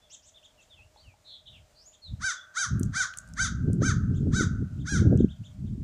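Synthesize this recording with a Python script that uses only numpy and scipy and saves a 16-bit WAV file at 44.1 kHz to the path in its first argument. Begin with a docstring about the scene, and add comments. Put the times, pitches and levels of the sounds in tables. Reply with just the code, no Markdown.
"""Finches chirp and sing at winter feeders; then a crow caws seven times and the trees ring after it.
The finches whistle nearly pure tones, frequency-modulated into slurs and trills. Each caw is an arch of
pitch that turns harsh as it falls: a harmonic source filtered by throat and beak. Turbulent gusts buffet
the microphone, seeds tick at the feeders, and a faint hush lies behind everything."""
import sys
import numpy as np
from scipy import signal
from scipy.fft import rfft, irfft
from scipy.io import wavfile

SR = 44100
rng = np.random.default_rng(int(sys.argv[2]) if len(sys.argv) > 2 else 0)


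def waveform_to_disk(signal):
    """Save audio, clipped to [-1, 1], as 16-bit WAV at the path in sys.argv[1]."""
    frames = np.transpose(np.atleast_2d(signal))
    scaled = np.clip(frames, -1, 1) * 32767
    samples = np.round(scaled).astype(np.int16)
    wavfile.write(sys.argv[1], SR, samples)


N = 257103
TOP_HZ = 15800


def undb(db):
    """Amplitude ratio of a level in decibels."""
    return 10 ** (np.asarray(db) / 20)


def unit(x):
    """Normalisation to rms 1."""
    return x / np.sqrt(np.mean(x ** 2))


def colour(hz, spectrum):
    """Gain of a spectrum, interpolated in dB over log frequency."""
    points, db = np.transpose(spectrum)
    return undb(np.interp(np.log(hz + 1e-3), np.log(points), db, left=-90, right=-90))


def noise(spectrum):
    """Spectrally shaped Gaussian noise, rms 1."""
    return unit(irfft(rfft(rng.standard_normal(N)) * colour(np.fft.rfftfreq(N, 1 / SR), spectrum), N))


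def wander(hz, size):
    """Random modulation: noise low-passed at hz, rms 1."""
    f = np.fft.rfftfreq(size, 1 / SR)
    return unit(irfft(rfft(rng.standard_normal(size)) / (1 + (f / hz) ** 4), size))


def add(out, s, sound):
    """Superposition: mix a sound in from s seconds on."""
    start = int(round(s * SR))
    sound = sound[max(-start, 0):]
    start = max(start, 0)
    out[start:start + len(sound)] += sound[:max(len(out) - start, 0)]


# Background spectrum. Each row: frequency in Hz, relative density in dB.
HUSH_SPECTRUM = [(20, -1.5), (80, 6), (160, -3.5), (370, -8.5), (560, -5.5), (615, 5.5), (680, -4.5),
                 (1000, -10), (2000, -14), (5500, -15.5), (7300, -14), (10000, -24), (13000, -27.5),
                 (15500, -28)]

def hush(level_db=-65.5, swell_db=1.0):
    """Ambient noise: distant roads and still winter air, slightly modulated in level."""
    return noise(HUSH_SPECTRUM) * undb(level_db + swell_db * wander(5.7, N))


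# Reverberation of the trees. Each row: low and high band edge in Hz, near level in dB,
# near T60 in seconds, far level in dB, far T60 in seconds.
TREE_BANDS = [(300, 1450, -6, 0.18, -18.5, 1.3), (1140, 1800, -10, 0.62, -15, 0.61),
              (1670, 2250, -19, 0.47, -21.5, 0.44), (2900, 7450, -6, 0.24, -26, 0.61),
              (7700, 16000, -7.5, 0.087, -28, 0.65)]

def trees(x, onset_s=0.0044, build_s=0.037):
    """Diffuse scattering: near branches answer briefly; the far wood returns mostly the caw's body."""
    t = np.arange(2 * SR) / SR
    f = np.fft.rfftfreq(len(t), 1 / SR)
    response = np.zeros(len(t))
    for low_hz, high_hz, near_db, near_t60, far_db, far_t60 in TREE_BANDS:
        near = unit((t > onset_s) * undb(-60 * t / near_t60))
        far = unit(np.minimum(t / build_s, 1) * undb(-60 * t / far_t60))
        echoes = rng.standard_normal(len(t)) * np.hypot(undb(near_db) * near, undb(far_db) * far)
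        band_loss = np.sqrt((1 + (low_hz / (f + 1)) ** 20) * (1 + (f / high_hz) ** 20))
        response += irfft(rfft(echoes) / band_loss, len(t))
    return signal.fftconvolve(x, response[:-SR // 10])[:N] / np.sqrt(len(t))


# Echoes from trunks and walls. Each row: delay in seconds, gain in dB.
EARLY_ECHOES = [(.0185, -21.5), (.029, -17), (.046, -19)]

def reflections(x):
    """Interference: delayed copies of a gliding call cross the direct sound and roughen it."""
    out = np.zeros(N)
    for delay, db in EARLY_ECHOES:
        add(out, delay, undb(db) * x)
    return out


# Gusts. Each row: time of full strength, attack, hold and release in seconds, level in dB,
# turbulence relative to that level in dB.
WIND_GUSTS = [(0.812, 0.081, .05, .08, -62, -21), (1.069, 0.048, 0.018, 0.053, -50.5, -21),
              (1.51, 0.09, 0.1, 0.071, -59, -5), (2.119, 0.031, 0.024, 0.028, -28, -12.5),
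              (2.197, 0.021, 0.016, 0.048, -35, -5.5), (2.728, 0.057, 0.14, 0.11, -28.5, -1),
              (3.422, 0.15, .14, 0.17, -32, -5.5), (3.667, 0.26, 0.26, 0.28, -27, 2),
              (4.122, 0.25, .31, 0.47, -28, 3), (4.599, 0.068, 0.026, 0.028, -32, 4),
              (4.781, 0.046, 0.084, 0.029, -31.5, 1), (4.923, 0.019, 0.075, 0.27, -27, 3.5),
              (5.052, 0.054, .19, .07, -22.5, 1), (5.413, 0.025, 0.0078, 0.02, -27.5, -10.5),
              (5.654, 0.15, 0.31, .1, -32, 1)]

def gusts(t, strong_db=-25, edge_db=-20):
    """Power summation of exponential swells gives the wind's force and churn, relative to strong_db."""
    force, churn = np.zeros(N), np.zeros(N)
    for s, attack, hold, release, db, turbulence_db in WIND_GUSTS:
        away = np.maximum((s - t) / attack, 0) + np.maximum((t - s - hold) / release, 0)
        gust = undb(db - strong_db + edge_db * away)
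        force = np.hypot(force, gust)
        churn = np.hypot(churn, gust * undb(turbulence_db))
    return force, churn


# Big eddies on the diaphragm. Each row: time in seconds, peak in dB, centre frequency in Hz.
EDDY_THUMPS = [(2.812, -16, 204), (3.7, -26.5, 315), (3.821, -15.5, 336), (3.968, -12.5, 111),
               (4.272, -26, 318), (4.41, -13, 255), (4.627, -21.5, 207), (5.025, -16, 255),
               (5.128, -11, 325), (5.207, -6.5, 233), (5.246, -5, 203)]

def thumps(t, wake_s=0.035, sharp_hz=300):
    """Pressure pulses: each eddy pushes and pulls once; the sharper it is, the stronger its wake."""
    pressure, wake = np.zeros(N), np.zeros(N)
    for s, db, hz in EDDY_THUMPS:
        spread = (np.pi * hz * (t - s)) ** 2
        pressure += undb(db) * (1 - 2 * spread) * np.exp(-np.minimum(spread, 50))
        wake = np.maximum(wake, (hz / sharp_hz) ** 2 * np.exp(-((t - s) / wake_s) ** 2))
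    return pressure, wake


# Four layers of wind noise, deepest to finest. Each row: frequency in Hz, relative density in dB.
SLOW_AIR_SPECTRUM = [(18, -23), (48, -5), (95, -0.5), (200, -23.5), (400, -47)]
RUMBLE_SPECTRUM = [(18, -8), (35, -28.5), (80, 0.5), (130, 2), (200, -2.5), (270, -12), (350, -42),
                   (500, -55)]
FLUTTER_SPECTRUM = [(120, 1), (250, 4), (330, -2), (420, -9.5), (520, -29.5), (750, -48)]
SPUTTER_SPECTRUM = [(250, -5), (430, 11.5), (560, 4), (780, -7.5), (1100, -34.5)]

def wind(slow_db=-31, rumble_db=-26, flutter_db=-36, sputter_db=-60, wake_db=4.5):
    """Turbulence at the microphone: finer layers follow steeper power laws, so slow air only rumbles."""
    t = np.arange(N) / SR
    force, churn = gusts(t)
    out, wake = thumps(t)
    fine_churn = churn * undb(wake_db * wake)
    eddies = wander(35, N)
    lumps, flicks = unit(undb(2.5 * eddies)), unit(undb(1.5 * eddies))
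    out += undb(slow_db) * force ** 0.74 * noise(SLOW_AIR_SPECTRUM)
    out += undb(rumble_db) * churn ** 0.96 * lumps * noise(RUMBLE_SPECTRUM)
    out += undb(flutter_db) * fine_churn ** 1.75 * flicks * noise(FLUTTER_SPECTRUM)
    return out + undb(sputter_db) * fine_churn ** 2.46 * unit(flicks ** 2) * noise(SPUTTER_SPECTRUM)


def tick(t, hz, width_hz=3000, decay_s=0.0014):
    """Damped resonance: a tiny crack of noise rings briefly; peak 1."""
    ring = signal.iirpeak(hz, hz / width_hz, fs=SR)
    crack = rng.standard_normal(len(t)) * np.exp(-t / decay_s)
    sound = signal.lfilter(*ring, signal.lfilter(*ring, crack))
    return sound / np.abs(sound).max()


# Ticks of seeds and perches. Each row: start in seconds, peak in dB, resonance in Hz.
SEED_TICKS = [(2.7964, -29, 8950), (2.832, -25, 7400), (3.138, -34, 2700), (3.173, -28.5, 7900),
              (3.186, -23.5, 7600), (3.2884, -43, 7700), (3.337, -36.5, 6760), (3.7316, -34, 8130),
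              (5.174, -42, 7000)]
# Modes of the feeder tube. Each row: frequency in Hz, relative level in dB, T60 in seconds.
TUBE_MODES = [(827, 3, 0.065), (890, -6, 0.12)]
# Birds landing on the feeder. Each row: start in seconds, gain in dB.
LANDINGS = [(.79, -63.5), (.961, -54), (1.14, -60.5)]

def feeders(husk_db=-22, husk_delay_s=0.03, husk_bits=4):
    """Impact excitation: seeds crack, claws tap, husks rustle after, and landings ring the tube."""
    out, t = np.zeros(N), np.arange(8192) / SR
    for s, db, hz in SEED_TICKS:
        add(out, s, undb(db) * tick(t, hz))
        for lag in rng.exponential(husk_delay_s, husk_bits):
            add(out, s + lag, undb(db + husk_db) * tick(t, hz))
    tube = sum(undb(db - 60 * t / t60) * np.sin(2 * np.pi * hz * t) for hz, db, t60 in TUBE_MODES)
    for s, db in LANDINGS:
        add(out, s, undb(db) * tube)
    return out


def whistle(hz, octave_db, hoarse, beat_hz=560):
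    """Phase modulation: a fast beat in the syrinx adds hoarse sidebands to a tone and its octave."""
    phase = 2 * np.pi * np.cumsum(hz * (1 + .011 * wander(400, len(hz)))) / SR
    beat = np.sin(2 * np.pi * np.cumsum(beat_hz * (1 + .06 * wander(150, len(hz)))) / SR)
    phase = phase + hoarse * beat
    return np.sqrt(2) * (np.sin(phase) + undb(octave_db) * np.sin(2 * phase))


def note(length, pitches, depth_hz, rate_hz):
    """Frequency modulation about a glide through three pitches; the swing widens as the note swells."""
    t = np.arange(0, length, 1 / SR)
    swell = np.sin(np.pi * t / length)
    beat = np.sin(2 * np.pi * rate_hz * t + 0.78 * wander(65, len(t)))
    glide = np.polyval(np.polyfit([0, length / 2, length], pitches, 2), t)
    hz = glide + depth_hz * beat * (1 + swell) / 2
    return np.abs(swell) ** 1.05 * (1 + 0.14 * beat) * whistle(hz, octave_db=-31.5, hoarse=0.072)


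# Finch calls. Each row: time of the top and rise time in seconds, level in dB, relative octave in dB.
FINCH_CHIRPS = [(.138, .042, -53, 5.5), (0.281, 0.063, -66, 10), (0.45, 0.025, -54.5, -9.5),
                (0.623, 0.032, -66.5, 2), (1.94, .019, -60.5, -2), (4.168, 0.035, -61, 0.5),
                (4.809, 0.028, -61.5, -10), (5.2, .032, -58.5, -3), (5.31, 0.03, -55, -18.5),
                (5.458, 0.026, -55.5, -8.5), (5.67, 0.018, -67.5, -19)]
# Smooth notes. Each row: start and length in seconds, first, middle and last pitch in Hz, level in dB.
FINCH_SLURS = [(.005, 0.087, 3380, 3446, 3130, -66), (0.335, .059, 3120, 3590, 2460, -56),
               (0.574, 0.056, 2960, 2680, 2600, -60), (0.696, 0.063, 3790, 3450, 2800, -56),
               (.76, 0.092, 2900, 2550, 3060, -57.5), (1.017, 0.13, 3390, 2650, 2250, -62.5),
               (1.849, 0.0544, 6150, 6920, 6860, -53), (2.015, 0.084, 4380, 4065, 3400, -48),
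               (2.352, 0.082, 3690, 3413, 3660, -51.5)]
# Buzzy notes. Each row: the same columns as a slur, then trill rate in Hz.
FINCH_TRILLS = [(.948, 0.1, 3500, 4130, 4400, -61.5, 40), (1.241, 0.16, 3950, 3777, 3520, -48.5, 128),
                (1.454, 0.057, 3600, 3445, 3400, -49.5, 85), (1.502, .1, 3400, 3060, 2250, -56.5, 88),
                (1.743, 0.12, 4450, 4770, 6680, -58.5, 71)]

def finches(top_hz=3766, fall_s=0.022):
    """Swept tones: chirps rise and hook down, slurs only quiver, and trills swing widely in pitch."""
    out = np.zeros(N)
    for s, rise, db, octave_db in FINCH_CHIRPS:
        t = np.arange(-rise, fall_s, 1 / SR)
        hz = top_hz * np.interp(t, [-rise, 0, fall_s / 2, fall_s], [.64, 1, .87, .79])
        swell = np.interp(t, [-rise, -.8 * rise, 0, fall_s / 2, fall_s], [0, .3, .75, 1, 0])
        hoarse = 0.37 * undb(octave_db / 2)
        add(out, s - rise, undb(db) * swell * whistle(hz, octave_db, hoarse))
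    for s, length, *pitches, db in FINCH_SLURS:
        add(out, s, undb(db) * note(length, pitches, depth_hz=55, rate_hz=85))
    for s, length, *pitches, db, rate_hz in FINCH_TRILLS:
        add(out, s, undb(db) * note(length, pitches, depth_hz=436, rate_hz=rate_hz))
    return out


def syrinx(t, top_hz, fall_s, rough, rise_s=.065, edge_db=-32.5, brighten_db=3, patchy_db=2.0):
    """Harmonic source: an arch of pitch, loud and clear at the top, faint and rough at both ends."""
    place = t / np.where(t < 0, rise_s, fall_s)  # 0 at the top, -1 and 1 an octave below
    effort = undb(edge_db * np.abs(place) ** 2.99)
    harsh = rough * np.minimum(.4 + 5 * (place + 0.074) ** 2, 2.5)
    hz = top_hz / (1 + np.abs(place) ** np.where(t < 0, 2.3, 1.95))
    # uneven cycles smear the high harmonics most
    jitter = .018 * harsh * wander(300, len(t))
    phase = 2 * np.pi * np.cumsum(hz * (1 + jitter)) / SR
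    # period doubling: strong and weak cycles alternate, putting lines between the harmonics
    doubling = np.minimum(7 * rough ** 4 + .3 * harsh ** 2, .6)
    brighten = undb(brighten_db * place)
    voice = np.zeros(len(t))
    for k in np.arange(2, 49) / 2:
        weight = 1 if k % 1 == 0 else doubling * min(k / 6, 1) ** 2
        shimmer = 1 + 0.25 * wander(60, len(t))
        weight = weight * shimmer * (brighten if k > 3 else 1)
        weight = weight * effort ** (k * 0.026)  # high partials need more effort
        # the path through the twigs shifts each partial in level and phase
        patchy = undb(patchy_db * wander(29, len(t)))
        partial = np.sin(k * phase + 2 * np.pi * rng.random())
        voice += weight * patchy * partial * (k * hz < TOP_HZ)
    pulsed_air = rng.standard_normal(len(t)) * (1 + np.cos(phase))
    return effort * (voice + 1.24 * harsh * pulsed_air)


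# Response of the crow's throat. Each row: frequency in Hz, gain in dB.
THROAT_RESPONSE = [(700, -34.5), (950, -25), (1150, -11.5), (1450, -1.5), (1620, -4.5), (1900, -12),
                   (2380, -22.5), (2750, -38), (3200, -19), (5100, -19), (6100, -10), (7500, -20),
                   (9500, -26.5), (13500, -59.5)]
# Narrow resonances of the windpipe. Each row: centre in Hz, half-width in Hz, boost in dB.
WINDPIPE_PEAKS = [(3753, 154, 5), (4750, 48, 8), (6150, 70, 3), (7170, 140, 2)]

def vocal_tract(source, treble_db, beak_db, beak_hz=6370, beak_width_hz=220):
    """Formant filtering: throat, windpipe and beak resonances shape the source spectrum."""
    f = np.fft.rfftfreq(len(source), 1 / SR)
    boost_db = treble_db * np.clip((f - 2000) / 2000, 0, 1)
    for centre, width, db in WINDPIPE_PEAKS + [(beak_hz, beak_width_hz, beak_db)]:
        boost_db += db / (1 + ((f - centre) / width) ** 2)
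    return np.sqrt(2) * irfft(rfft(source) * colour(f, THROAT_RESPONSE) * undb(boost_db), len(source))


# Caws. Each row: time of the top in seconds, top pitch in Hz, fall time in seconds, gain in dB,
# treble shelf in dB, beak resonance in dB, roughness from 0 to 1.
CROW_CAWS = [(2.26, 784.4, 0.11, -28, -2.5, 3, .32), (2.601, 796.4, 0.092, -26.5, -1, 2.5, 0.3),
             (2.987, 790, .1, -26, -2.5, -0.5, 0.6), (3.421, 786, .087, -26, -2.5, 4, .41),
             (3.868, 788.4, .081, -26, -5, 8, 0.22), (4.376, 775.7, 0.099, -30, 0.5, 1.5, 0.32),
             (4.909, 829, 0.13, -30.5, -1.5, 2.5, 0.3)]

def crow():
    """Source and filter: each of seven caws starts in the syrinx and passes through the vocal tract."""
    out, t = np.zeros(N), np.arange(-4096, 8192) / SR
    for s, top_hz, fall_s, db, treble_db, beak_db, rough in CROW_CAWS:
        source = syrinx(t, top_hz, fall_s, rough)
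        add(out, s + t[0], undb(db) * vocal_tract(source, treble_db, beak_db))
    return out


def scene(finch_wet_db=1, feeder_wet_db=-9):
    """Direct plus reverberant sound: birds among the trees, with wind right at the microphone."""
    caws, song, ticks = crow(), finches(), feeders()
    calls = caws + undb(finch_wet_db) * song
    echo = reflections(calls) + trees(calls + undb(feeder_wet_db) * ticks)
    return (caws + song + ticks + echo + wind() + hush())[None]


def record(dry):
    """Band limiting: a steep elliptic low-pass cuts the highest treble."""
    return signal.sosfilt(signal.ellip(8, .2, 70, TOP_HZ, fs=SR, output="sos"), dry)


dry = scene()
out = record(dry)
waveform_to_disk(out)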